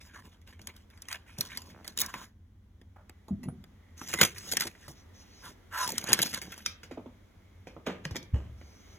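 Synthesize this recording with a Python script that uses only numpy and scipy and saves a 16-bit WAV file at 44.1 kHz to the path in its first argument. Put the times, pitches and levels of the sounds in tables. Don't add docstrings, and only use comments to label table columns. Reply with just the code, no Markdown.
import sys
import numpy as np
from scipy import signal
from scipy.fft import rfft, irfft, next_fast_len
from scipy.io import wavfile
from scipy.ndimage import uniform_filter1d

SR = 44100
rng = np.random.default_rng(int(sys.argv[2]) if len(sys.argv) > 2 else 0)


def unload_audio(sound):
    columns = np.transpose(np.atleast_2d(sound))
    steps = np.round(np.clip(columns, -1, 1) * 32767)
    wavfile.write(sys.argv[1], SR, steps.astype(np.int16))


N = 396018


def amp(db):
    return 10 ** (np.asarray(db) / 20)


def unit_rms(x):
    return x / np.sqrt(np.mean(x ** 2) + 1e-20)


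def along(points, hz):
    f, v = np.transpose(points)
    return np.interp(np.log(hz + 1), np.log(f + 1), v)


def wobble(knots, size):
    points = rng.standard_normal(int(knots) + 2)
    return np.interp(np.linspace(0, knots, size), np.arange(len(points)), points)


def fade(t, t60):
    return np.exp(-np.log(1000) * t / np.maximum(t60, 1e-3))


def add(track, start_s, sound):
    i = max(round(start_s * SR), 0)
    track[..., i:i + sound.shape[-1]] += sound[..., :max(N - i, 0)]


def filtered(x, response):
    size = next_fast_len(N + SR // 2)
    return irfft(rfft(x, size) * response(np.fft.rfftfreq(size, 1 / SR)), size)[..., :N]


def coloured(x, spectrum):
    return unit_rms(filtered(x, lambda hz: amp(along(spectrum, hz))))


def minimum_phase(gain_db):
    cepstrum = irfft(np.log(amp(gain_db)))
    half = cepstrum.shape[-1] // 2
    cepstrum[..., 1:half] *= 2
    cepstrum[..., half + 1:] = 0
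    return np.exp(rfft(cepstrum))


def narrow_noise(centre_hz, width_hz):
    wander = filtered(rng.standard_normal((2, N)), lambda hz: 1 / (1 + (hz / width_hz) ** 2))
    phase = 2 * np.pi * np.cumsum(centre_hz * np.ones(N)) / SR
    return unit_rms(wander[0] * np.cos(phase) + wander[1] * np.sin(phase))


def stick_slip(per_s, spread_db, clump_db):
    slips = (rng.random(N) < per_s / SR) * rng.choice([-1, 1], N)
    sizes_db = spread_db * np.clip(rng.standard_normal(N), -2, 2)
    return slips * amp(sizes_db + clump_db * np.clip(wobble(170 * N / SR, N), -2, 2))


def wandering(x, depth_db):
    frames = signal.stft(x, nperseg=256)[2]
    drift = uniform_filter1d(rng.standard_normal(frames.shape), size=3, axis=0)
    drift = uniform_filter1d(drift, size=24, axis=1)
    return unit_rms(signal.istft(frames * amp(depth_db * unit_rms(drift)), nperseg=256)[1][:N])


def stroke(start_s, length_s, attack_s, t60_s, swell_db=0):
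    t = np.maximum(np.arange(N) / SR - start_s, 0)
    swell = amp(swell_db * (np.minimum(t / length_s, 1) - .5))
    return (1 - np.exp(-(t / attack_s) ** 2)) * swell * fade(np.clip(t - length_s, 0, 2), t60_s)


# f/Hz, phase/rad
PORT_PHASE = [(0, 0), (600, -0.5), (1400, -0.2), (2600, 1.1), (3800, 1.8), (4600, 3.0), (6800, 6.3),
              (9000, 9.5), (11200, 12.7), (13200, 15.8), (15000, 18.8), (16500, 18.8)]
# f/Hz, level/dB
PORT_BALANCE = [(60, -1), (110, 1), (200, 0), (380, -2.5), (700, -5), (1290, -0.5), (2380, -2.5), (4400, 0),
                (8120, -0.5), (15000, 0.5)]

def ports(x):
    def response(hz):
        half_db = along(PORT_BALANCE, hz) / 2
        half_rad = np.interp(hz, *np.transpose(PORT_PHASE)) / 2
        return np.array([amp(half_db) * np.exp(1j * half_rad), amp(-half_db) * np.exp(-1j * half_rad)])
    return filtered(x, response)


# f/Hz, level/dB
HUM_SPECTRUM = [(15, -17.5), (30, -5), (50, 2), (70, -1.5), (87, 8.5), (115, -11.5), (150, -18.5),
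                (200, -9), (300, -20), (600, -45), (2000, -59)]
# f/Hz, level/dB
HISS_SPECTRUM = [(60, 2.5), (200, 7), (400, 4.5), (700, -1.5), (1400, -4), (2200, -7), (2650, -12),
                 (3300, -7.5), (4500, -16), (6300, -14), (8500, -23.5), (11500, -19), (16000, -24.5)]
# t/s, relative level/dB
HISS_LEVELS = [(0, -70), (2.2, -61.5), (2.35, -74), (2.93, -71), (3.099, -67.5), (5.2, -60.5), (7.398, -64),
               (8.2, -64), (8.98, -58.5)]
# t/s, level/dB, f/Hz
HISS_BAND = [(2.3, -94.5, 1886), (2.85, -100, 1957), (3.15, -79, 1960), (3.55, -86, 1982),
             (3.801, -75.5, 2002), (5.2, -73.5, 1937), (6.8, -78.5, 2186), (7.35, -77, 2140),
             (8.1, -76, 2164), (8.9, -72.5, 2117)]

def ventilation():
    t = np.arange(N) / SR
    hum = amp(-55) * coloured(rng.standard_normal(N), HUM_SPECTRUM) * amp(0.57 * wobble(6 * N / SR, N))
    hiss_gain = amp(np.interp(t, *np.transpose(HISS_LEVELS)))
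    ahead, around = np.split(hiss_gain * coloured(rng.standard_normal((3, N)), HISS_SPECTRUM), [1])
    times, db, hz = np.transpose(HISS_BAND)
    band = narrow_noise(np.interp(t, times, hz), width_hz=190)
    band *= amp(np.interp(t, times, db) + 2.5 * wobble(7 * N / SR, N))
    return hum + amp(-2.5) * around + ports(amp(-5.5) * ahead + band)


# f/Hz, t60/s
ROOM_DECAY = [(100, 1), (500, 0.47), (2500, 0.44), (7000, 0.1), (16000, 0.19)]
CASING_DECAY = [(200, 0.087), (2500, 0.099), (6000, 0.018)]

def echoes(x, decay, delay_s):
    hz, t, noise = signal.stft(rng.standard_normal((2, SR // 2)), SR, nperseg=256)
    apart = np.clip(hz / 900, 0, 1)[:, None] * np.pi / 4
    frames = np.cos(apart) * noise[0] + np.sin(apart) * np.array([noise[1], -noise[1]])
    tail = signal.istft(frames * fade(t, along(decay, hz)[:, None]), SR, nperseg=256)[1]
    late = np.pad(x, (int(delay_s * SR), 0))
    return signal.fftconvolve(late[None], tail / np.linalg.norm(tail[0]), axes=1)[:, :N]


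# f/Hz, level/dB
SHUFFLE_SPECTRUM = [(150, -8), (600, 2), (1400, 0.5), (2400, -16), (4000, -29), (10000, -32)]

def shuffle():
    grit = coloured(stick_slip(2500, spread_db=6, clump_db=2.5), SHUFFLE_SPECTRUM)
    return amp(-54) * stroke(start_s=2.957, length_s=0.0045, attack_s=0.0045, t60_s=0.24) * grit


# t/s, length/s, level/dB, swell/dB
SLEEVE_PASSES = [(4.803, 0.033, -60, 0), (4.942, .065, -62, -4), (5.126, .1, -61, 7), (5.244, .18, -62, 8),
                 (6.665, .06, -52, -9), (8.564, .4, -65, 4)]
# f/Hz, level/dB
CLOTH_SPECTRUM = [(1000, -14), (2200, -4.5), (4000, -4.5), (5200, 0), (6200, 4), (7200, -13.5), (9000, -18),
                  (12000, -18), (15500, -18), (16500, -29)]

def sleeve():
    effort = sum(amp(db) * stroke(s, length_s, attack_s=0.016, t60_s=.15, swell_db=swell_db)
                 for s, length_s, db, swell_db in SLEEVE_PASSES)
    return effort * wandering(coloured(rng.standard_normal(N), CLOTH_SPECTRUM), depth_db=3)


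# t/s, level/dB, f/Hz, t60/s, overtones/dB
BUMPS = [(1.385, -29.5, 134.6, 0.071, -12), (3.306, -23, 199.5, 0.27, -17.5), (3.312, -32.5, 96, 0.33, -17),
         (3.391, -39.5, 245, 0.32, -17.5), (3.456, -33, 196.3, 0.2, -8), (3.476, -25, 150.3, 0.089, 1.5),
         (3.521, -43.5, 217.6, 0.38, -6.5), (4.2122, -16.5, 392, 0.03, -8),
         (4.219, -24.5, 99.4, 0.098, -19), (4.88, -40, 132.7, 0.13, -14), (6.188, -39, 100.3, 0.079, -18.5),
         (7.869, -31.5, 254, 0.13, -7), (8.055, -27.5, 157.5, 0.1, -12), (8.11, -20, 89, 0.079, -18),
         (8.327, -11, 69, 0.16, -7)]
# f ratio, level/dB, t60 ratio, multiplier of overtones/dB
PANEL_MODES = [(.49, -16, 1.6, 1.5), (0.999, 1, 1, 0.02), (1.73, -1.5, .56, 1.1), (3.302, -21.5, .8, 0.59)]

def thuds(rise_cycles=0.65):
    out, t = np.zeros(N), np.arange(SR) / SR
    for s, db, hz, t60, overtones_db in BUMPS:
        rise = 1 - np.exp(-(t * hz / rise_cycles) ** 2)
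        for ratio, mode_db, t60_ratio, overtone_scale in PANEL_MODES:
            swing = np.sin(2 * np.pi * ratio * hz * t + wobble(91, SR))
            gain = amp(db + mode_db + overtone_scale * overtones_db)
            add(out, s, gain * swing * fade(t, t60_ratio * t60) * rise)
    return out


def chirp(start_hz, end_hz, t60_s, glide_s=0.0034):
    t = np.arange(SR // 8) / SR
    phase = 2 * np.pi * np.cumsum(end_hz + (start_hz - end_hz) * np.exp(-t / glide_s)) / SR
    return np.sin(phase) * fade(t, t60_s) * (1 - np.exp(-t / glide_s))


def creak(start_s=1.7462, first_gap_s=.0157, gap_ratio=.89, first_db=-39.5, loss_db=0.9):
    out = np.zeros(N)
    slip = chirp(start_hz=2600, end_hz=330, t60_s=.021, glide_s=.0019)
    for k in range(6):
        s = start_s + first_gap_s * (1 - gap_ratio ** k) / (1 - gap_ratio)
        add(out, s, amp(first_db - loss_db * k) * slip)
    return out


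# t/s, level/dB, start f/Hz, end f/Hz, t60/s
SHEET_FLICKS = [(1.715, -40.5, 1230, 248, 0.0089), (4.0142, -17.5, 1830, 310, 0.011),
                (4.8796, -25, 1670, 256, 0.01), (5.8872, -21, 990, 880, 0.028),
                (5.9035, -29, 900, 400, 0.016), (5.9335, -31.5, 890, 227, 0.071),
                (6.9103, -32, 900, 263, 0.077), (6.9733, -27, 993, 242, 0.07),
                (7.0583, -37, 778, 245, 0.14), (7.672, -43.5, 1190, 402, 0.058)]

def flicks():
    out = np.zeros(N)
    for s, db, start_hz, end_hz, t60 in SHEET_FLICKS:
        add(out, s, amp(db) * chirp(start_hz, end_hz, t60))
    return out


# f/Hz, width/Hz, level/dB
CAVITY_MODES = [(1035, 140, 4), (1300, 270, -3), (1600, 420, -1), (2010, 160, -17), (2720, 300, -13),
                (3340, 410, -18)]

def cavity(x):
    def response(hz):
        return sum((-1) ** k * amp(db) * 1j * hz * width / (centre ** 2 - hz ** 2 + 1j * hz * width)
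                   for k, (centre, width, db) in enumerate(CAVITY_MODES))
    return unit_rms(filtered(x, response))


# t/s, length/s, level/dB, drag offset/dB, fizz offset/dB, swell/dB
WIRE_STROKES = [(0, 0.122, -60.5, -8, -3.5, -10), (0.13, 0.071, -58, -1, -3.5, -2),
                (0.229, 0.042, -63, -0.5, 0, 5.5), (0.31, 0.035, -62.5, -15, -7.5, 0),
                (0.461, 0.054, -60.5, -1.5, -3.5, -5), (0.595, .07, -66, 4, -3, -2),
                (0.664, 0.024, -59.5, -4, -3.5, 14.5), (0.729, 0.09, -65.5, -5, -5, -4),
                (0.903, 0.18, -67, -6, -5.5, 5), (1.082, 0.066, -47.5, -20, -3.5, 0),
                (1.157, 0.056, -64, -11, -18, 2.5), (1.256, 0.16, -60, -13.5, -9, -0.5),
                (1.375, 0.056, -54, 4, 5, -3), (1.44, 0.04, -60.5, -3, 8, 0),
                (1.489, .1, -51.5, -10, -3.5, 4), (1.623, 0.086, -62.5, 5, 3.5, 0),
                (1.72, 0.11, -70, 10, -8.5, 4), (1.857, 0.0488, -55.5, -1, -1, 0.5),
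                (1.957, .015, -58, -6, -2, 0), (1.988, 0.05, -46, -6, 1, 7.5),
                (2.124, 0.12, -53.5, -2.5, -1.5, -5), (3.963, .085, -55.5, -6, 0, 6.5),
                (4.055, 0.21, -47, -4.5, 2.5, 4.5), (4.2, 0.024, -28.5, -15, -2, 0),
                (4.265, 0.067, -54, -10.5, 2.5, -12.5), (4.34, 0.16, -57, -1, 6.5, 5.5),
                (4.466, .2, -52.5, -2.5, 2.5, 2.5), (4.507, 0.023, -48, -8, 6.5, 6),
                (4.593, .035, -42.5, -16.5, 4.5, -0.5), (4.684, 0.19, -68, -12.5, 1, 10.5),
                (4.881, 0.026, -67, 14.5, 16, -1), (5.431, 0.069, -56.5, 2, 0.5, -0.5),
                (5.85, 0.22, -50, 0, 2, -1.5), (6.062, 0.098, -39, -5, -4, -3),
                (6.161, 0.105, -40.5, -4, -1, 6.5), (6.283, .09, -51, -3, 3.5, 1.5),
                (6.332, 0.024, -43, -8, -3, -1), (6.413, 0.098, -55.5, 2, -4, 0),
                (6.549, .09, -57.5, -10, -2, -9), (6.65, 0.059, -55, -7, -21, -13)]
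# f/Hz, level/dB
DRAG_SPECTRUM = [(40, -29.5), (130, 4), (250, 4), (500, -7), (900, -13), (2000, -38)]
RUB_SPECTRUM = [(300, -29), (750, -8.5), (1020, -6.5), (1300, -4.5), (1600, 0.5), (2100, 1), (2800, -1),
                (3800, -7.5), (7000, -37)]
FIZZ_SPECTRUM = [(1500, -32), (3500, 4), (5000, 4.5), (6400, 6), (7500, -0.5), (8700, -1.5), (11000, -1.5),
                 (13500, -6), (15300, -5.5), (16300, -28.5)]

def rubbing(hand_out_s=2.6):
    power = np.zeros((3, N))
    for s, length_s, db, drag_db, fizz_db, swell_db in WIRE_STROKES:
        effort = stroke(s, length_s, attack_s=0.0079, t60_s=0.15, swell_db=swell_db)
        power += np.outer(amp([db + drag_db, db, db + fizz_db]) ** 2, effort ** 2)
    drag_gain, rub_gain, fizz_gain = np.sqrt(power)
    cavity_share = np.where(np.arange(N) / SR < hand_out_s, 0.48, 0.11)
    hollow = cavity(stick_slip(1400, spread_db=2.5, clump_db=5))
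    papery = coloured(stick_slip(2000, spread_db=2, clump_db=3.5), RUB_SPECTRUM)
    rasp = np.sqrt(cavity_share) * hollow + np.sqrt(1 - cavity_share) * papery
    crackle = stick_slip(3200, spread_db=2.5, clump_db=2.5)
    ticks = stick_slip(77, spread_db=3, clump_db=1)
    drag = coloured(stick_slip(900, spread_db=0.5, clump_db=4), DRAG_SPECTRUM)
    rub = wandering(rasp + amp(-11) * coloured(ticks, RUB_SPECTRUM), depth_db=4.5)
    fizz = wandering(coloured(unit_rms(crackle) + amp(-9) * unit_rms(ticks), FIZZ_SPECTRUM), depth_db=4)
    return drag_gain * drag + rub_gain * rub + fizz_gain * fizz


# t/s, length/s, attack/s, level/dB, fizz offset/dB, note offset/dB
SLIDES = [(2.03, .018, .008, -41, -12.5, -17), (2.078, .026, .007, -46, -9, -9),
          (2.148, .085, .015, -51, -8.5, -20), (5.409, .068, 0.031, -45.5, -6, -15),
          (5.7, .065, 0.045, -31.5, -12, -11), (5.772, .072, .012, -32, -4, -3.5),
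          (6.078, .025, 0.0072, -40.5, -8, -16), (6.163, .02, 0.0073, -43, -8, -16),
          (6.354, .014, .006, -43, -12, -9)]

def scrape(edge_hz=1660, edge_sag_hz_per_s=5200, note_hz=1030, note_sag_hz_per_s=400):
    bite_s, t60_s = 0.0053, .11
    rasp_gain, fizz_gain, note_gain, slid_s = np.zeros((4, N))
    t = np.arange(N) / SR
    for s, length_s, attack_s, db, fizz_db, note_db in SLIDES:
        rasp_gain += amp(db) * stroke(s, length_s, attack_s, t60_s)
        fizz_gain += amp(db + fizz_db) * stroke(s, length_s + bite_s, attack_s, t60_s, swell_db=2.5)
        note_gain += amp(db + note_db) * stroke(s, length_s + bite_s, attack_s, t60_s, swell_db=3.5)
        slid_s = np.where(t < s, slid_s, np.minimum(t - s, length_s))
    slips = stick_slip(2400, spread_db=-1.5, clump_db=1.5)
    edge = narrow_noise(edge_hz - edge_sag_hz_per_s * slid_s, width_hz=220)
    rasp = amp(-6) * cavity(slips) + amp(-7) * edge
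    fizz = wandering(coloured(slips, FIZZ_SPECTRUM), depth_db=4)
    phase = 2 * np.pi * np.cumsum(note_hz - note_sag_hz_per_s * slid_s) / SR
    phase += .7 * wobble(110 * N / SR, N)
    note = unit_rms(np.sin(phase) * amp(3 * wobble(90 * N / SR, N)))
    return rasp_gain * rasp + note_gain * note + fizz_gain * fizz


# peak t/s, level/dB, f/Hz, t60/s, swell/s
PART_RINGS = [(1.128, -32.5, 4760, .03, .0005), (1.574, -34.5, 4960, 0.048, .0005),
              (1.976, -32.5, 3720, .07, .0005), (2.005, -35.5, 3795, .05, .0005),
              (2.016, -28, 3704, .04, 0.00046), (2.141, -33, 1022, .08, 0.0011),
              (3.434, -58, 10130, 0.16, .002), (3.486, -50, 10420, 0.11, 0.0014),
              (4.198, -29.5, 2040, 0.056, 0.018), (4.214, -17, 2014, 0.052, 0.00071),
              (4.214, -28, 546, 0.095, .001), (4.217, -24.5, 2233, 0.06, 0.0011),
              (4.232, -19.5, 2300, 0.051, .001), (6.133, -19.5, 6644, 0.022, .001),
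              (6.1912, -23, 1613, 0.021, 0.00051), (6.662, -25, 5800, 0.033, .0005),
              (6.664, -38, 2372, 0.13, .002), (8.053, -35, 1900, 0.036, .0005),
              (8.055, -43.5, 524, 0.087, 0.00079), (8.158, -37, 1960, .05, .0005)]

def rings(jitter_rad=0.94):
    lead = SR // 10
    out, t = np.zeros(N), np.arange(-lead, SR // 4) / SR
    for s, db, hz, t60, swell_s in PART_RINGS:
        envelope = np.exp(np.minimum(t, 0) / swell_s) * fade(np.maximum(t, 0), t60)
        add(out, s, amp(db) * envelope * np.sin(2 * np.pi * hz * t + jitter_rad * wobble(90, len(t))))
    return np.roll(out, -lead)


# t/s, level/dB, t60/s
TERMINAL_JERKS = [(2.003, -23, .011), (2.0098, -26, .011), (2.0155, -21, .02), (2.062, -36, .012)]
# f/Hz, level/dB
JERK_SPECTRUM = [(6000, -40), (9500, -24), (11500, -7), (13000, -9), (14400, 0), (15600, 0), (16500, -10)]

def jerks():
    t = np.arange(N) / SR
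    envelope = sum(amp(db) * (t >= s) * fade(np.maximum(t - s, 0), t60) for s, db, t60 in TERMINAL_JERKS)
    return envelope * coloured(rng.standard_normal(N), JERK_SPECTRUM)


# f/Hz, level/dB
KNOCK_SPECTRUM = [(30, -19), (100, -3), (200, 0), (400, -1), (700, -7), (1200, -13), (3000, -62.5)]
CRACK_SPECTRUM = [(1000, -42.5), (2600, -8.5), (3500, 0.5), (5000, 5), (6500, 3.5), (7400, -2.5),
                  (9000, -15), (14000, -68.5)]
SPARKLE_SPECTRUM = [(4000, -45.5), (7000, -2.5), (8400, 0), (10500, 1), (12000, -2.5), (13500, -4),
                    (15300, -4), (16300, -26.5)]

def contacts(rows, body_spectrum, sparkle_db, knock_ring_s, body_ring_s, ripple_db, rise_s,
             scuff_t60_s, catch_db, snap_db):
    size, lead = 8192, 600
    out, hz = np.zeros((2, N)), np.fft.rfftfreq(size, 1 / SR)
    t = (np.arange(size) - lead) / SR
    after = np.maximum(t, 0)
    scuff = amp(-16.5) * fade(np.abs(t), scuff_t60_s)
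    treble = hz / (hz + 1200)
    norm = np.sqrt(2 * .005 * SR)
    spectra = (KNOCK_SPECTRUM, body_spectrum, CRACK_SPECTRUM, SPARKLE_SPECTRUM)
    for s, level_db, knock_db, crack_db, t60 in rows:
        levels_db = level_db + np.array([knock_db, 0, crack_db, sparkle_db + 0.99 * crack_db])
        snap = amp(snap_db) * fade(after, 0.24 * t60)
        resonances_db = ripple_db * wobble(90, len(hz)) * treble
        resonances_db = resonances_db + np.outer([1, -1], 1.5 * wobble(30, len(hz)) * treble)
        catches = amp(catch_db * np.clip(wobble(250, size), -2, 2) * (1 - fade(after, t60=0.0081)))
        for db, spectrum, ring_s in zip(levels_db, spectra, (knock_ring_s, body_ring_s, 0, 0)):
            blow = (snap + fade(after, t60 + ring_s)) * (1 - np.exp(-after / rise_s))
            chatter = rng.standard_normal(size) * catches * (scuff + blow)
            sound = irfft(rfft(chatter) * minimum_phase(along(spectrum, hz) + resonances_db))
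            add(out, s + t[0], amp(db) * norm * sound / np.linalg.norm(sound))
    return out


def tool_rattle(start_s=7.8672, gap_s=.0036, first_db=-40.5, loss_db=1):
    knock_db, crack_db, t60_s = 7.5, -16.5, 0.0044
    return [(start_s + k * gap_s, first_db - loss_db * k, knock_db, crack_db, t60_s) for k in range(16)]


# t/s, level/dB, knock offset/dB, # crack offset/dB,
# base t60/s
BENCH_TAPS = [(6.6607, -32.5, -13.5, 6.5, 0.032), (6.8318, -45.5, -3.5, -1, 0.12),
              (6.9112, -47.5, 6, -6, 0.23), (6.9752, -58.5, 21, -13.5, 0.11),
              (7.0597, -63, 17.5, -10, 0.15), (7.6702, -47, 7, -6.5, 0.26),
              (7.7647, -62.5, 23, -22.5, 0.11), (7.8645, -38.5, 2, -2.5, 0.13),
              (7.8956, -42.5, -3, -12, 0.41), (7.9165, -47.5, -0.5, -12, 0.24),
              (8.0519, -34.5, -5, -4, 0.016), (8.1085, -51, 9, 4, 0.13), (8.147, -50, 9, -12, .04),
              (8.1568, -38.5, 4, -0.5, 0.052), (8.165, -39.5, -6, 4.5, 0.041), (8.2267, -62.5, 6, 12, 0.11),
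              (8.342, -46, 10.5, -8, 0.57), (8.613, -54, 4.5, -19, 0.042)]
# f/Hz, level/dB
BENCH_SPECTRUM = [(200, -47), (650, -16.5), (1000, -9.5), (1500, 1), (2100, 1), (2800, -3), (3600, -5.5),
                  (7000, -50)]

def bench_taps():
    return contacts(BENCH_TAPS + tool_rattle(), BENCH_SPECTRUM, sparkle_db=-10,
                    knock_ring_s=0.015, body_ring_s=0.006, ripple_db=5.5, rise_s=0.00052,
                    scuff_t60_s=0.034, catch_db=4, snap_db=0)


# t/s, level/dB, knock offset/dB, crack offset/dB, base t60/s
TERMINAL_CLICKS = [(0.0524, -62.5, -12, -7, .015), (0.2534, -62, -10, 0, .015),
                   (0.4156, -66, -16, -1, 0.047), (0.4744, -61, -13, -2, .015),
                   (0.5258, -52.5, -7, -10, 0.12), (0.5931, -53, -1.5, -10, 0.028),
                   (0.6157, -60.5, -4, 7, 0.038), (0.6716, -43.5, -20, 4.5, 0.021),
                   (0.692, -48.5, -8.5, -14.5, .03), (0.7639, -57.5, -8, 3, 0.036),
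                   (0.9012, -59.5, -15.5, -2.5, 0.038), (0.9748, -58.5, -10.5, -1.5, .014),
                   (1.0206, -58.5, -10, 14, 0.014), (1.0541, -58, -10, -6, .012),
                   (1.0854, -42, -24.5, 0, 0.009), (1.114, -39.5, -31.5, -5.5, 0.008),
                   (1.1272, -38.5, -25, 2, 0.009), (1.143, -39.5, -24, -13, 0.027),
                   (1.156, -45.5, -25.5, -7.5, .014), (1.2766, -58.5, -15.5, -11, .015),
                   (1.3856, -56, 10, 15.5, 0.015), (1.4091, -42.5, -13.5, 18, 0.009),
                   (1.4517, -55.5, -13, 6, .012), (1.5174, -44.5, -24, -13, .02),
                   (1.5734, -41.5, -13.5, 7, .011), (1.6186, -57, -3.5, 8, .016),
                   (1.7001, -57, -7, -4, .03), (1.8452, -48, -6, -2, 0.045), (1.8781, -48.5, -1, 11, 0.013),
                   (1.975, -43, -6.5, 11, 0.0051), (1.9877, -47.5, -1, 17.5, 0.014),
                   (1.9966, -50, -6, 16.5, .02), (2.0035, -46, -13.5, 15.5, 0.015),
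                   (2.0101, -49, -10.5, 17.5, .011), (2.0157, -41, -5.5, 15.5, 0.022),
                   (2.0623, -58, -3.5, 19.5, 0.013), (2.1399, -35, -14, -11.5, 0.036),
                   (2.8144, -59.5, 5, -7.5, 0.027), (3.0957, -51.5, 1.5, -1.5, 0.0097),
                   (3.2823, -65, 21, 7.5, 0.086), (3.4321, -48.5, 2.5, -3.5, 0.1),
                   (3.4839, -57, 16, -13, 0.053), (3.64, -54.5, -4.5, -4, 0.021),
                   (4.0146, -48, 9, -1.5, 0.025), (4.0849, -48.5, -6.5, 9.5, 0.14),
                   (4.1301, -35, -16, -6, 0.048), (4.1372, -28.5, -4.5, 0, 0.034),
                   (4.188, -29.5, -8.5, -4, 0.12), (4.2125, -26.5, -6, 8.5, 0.01),
                   (4.2143, -17, -7, -3.5, 0.014), (4.2183, -29.5, -7, 3, .01),
                   (4.2311, -19.5, -8.5, -2.5, 0.025), (4.2357, -29, -7.5, 5.5, 0.014),
                   (4.2485, -29.5, -9, 4.5, 0.071), (4.3605, -43.5, -30, -10, 0.19),
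                   (4.382, -51.5, -15, 11.5, 0.048), (4.5155, -45, -2, 12.5, .04),
                   (4.5205, -43.5, -2, 15.5, .03), (4.5348, -41.5, 5, 8, 0.014),
                   (4.5697, -26.5, -14.5, 3, 0.014), (4.5992, -46.5, -6, 10.5, 0.027),
                   (4.6072, -30.5, -12, 4, 0.038), (4.6186, -35.5, -22, 0, .047),
                   (4.6535, -46, 10.5, 0, .05), (4.6696, -43, -3.5, 4, 0.045),
                   (4.6745, -42.5, -13, 3, 0.014), (4.7513, -52.5, -11, -21.5, 0.022),
                   (4.8806, -54.5, 7, 7, 0.087), (5.876, -42.5, 1.5, 9.5, .015),
                   (5.8912, -43, -4.5, 9, 0.02), (5.9036, -47.5, 0, 11, .016),
                   (5.9194, -50.5, -11, 15, 0.018), (5.9812, -37, -22.5, 12, 0.01),
                   (6.0407, -49.5, 10.5, 12, 0.024), (6.0885, -38, 5.5, 5.5, 0.084),
                   (6.1195, -35.5, 7.5, 1.5, .04), (6.1305, -23.5, -18.5, 9, 0.021),
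                   (6.1435, -35.5, -14.5, 2, 0.04), (6.1906, -28, -2.5, -2, 0.017),
                   (6.2183, -41, -12.5, 17, .018), (6.2252, -43.5, -8.5, 17, .009),
                   (6.229, -32.5, -4, 9.5, 0.018), (6.2605, -39, -7, 1, .015),
                   (6.3305, -43.5, -9, -0.5, .015), (6.339, -38, -7.5, 1.5, 0.011),
                   (6.3443, -39.5, -11, 9, .014), (6.3751, -40.5, -4, -3, 0.012),
                   (6.4158, -38.5, -6, 0.5, 0.15), (6.5193, -40, -25, -3.5, 0.11),
                   (6.5405, -49, -3, -2, .02), (6.5782, -56.5, 5, 8, .04), (6.5915, -56.5, -6, 0.5, .02)]
# f/Hz, level/dB
HOUSING_SPECTRUM = [(200, -47.5), (650, -17.5), (1000, -7), (1400, -3), (2100, 3), (2800, -5.5), (3600, -6),
                    (7000, -53.5)]

def terminal_clicks():
    return contacts(TERMINAL_CLICKS, HOUSING_SPECTRUM, sparkle_db=-2,
                    knock_ring_s=0.047, body_ring_s=0.02, ripple_db=7, rise_s=0.00012,
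                    scuff_t60_s=0.018, catch_db=6, snap_db=4.5)


def scene():
    clicks, taps = terminal_clicks(), bench_taps()
    near = clicks + jerks() + rings() + rubbing() + scrape() + sleeve() + flicks() + creak()
    far = taps + shuffle()
    bumps = thuds()
    casing = amp(-18) * echoes(np.mean(near + far, axis=0), CASING_DECAY, delay_s=.0003)
    room_send = amp(-27.5) * near + amp(-11) * far + amp(-16.5) * bumps
    room = echoes(np.mean(room_send, axis=0), ROOM_DECAY, delay_s=0.0089)
    return ports(near + far + bumps) + casing + room + ventilation()


def record(dry, ceiling=.85, low_cut_hz=32, top_hz=16700):
    rounded = dry / (1 + (dry / ceiling) ** 6) ** (1 / 6)
    return filtered(rounded, lambda hz: (1j * hz / (low_cut_hz + 1j * hz)) ** 2 * (hz < top_hz))


dry = scene()
out = record(dry)
unload_audio(out)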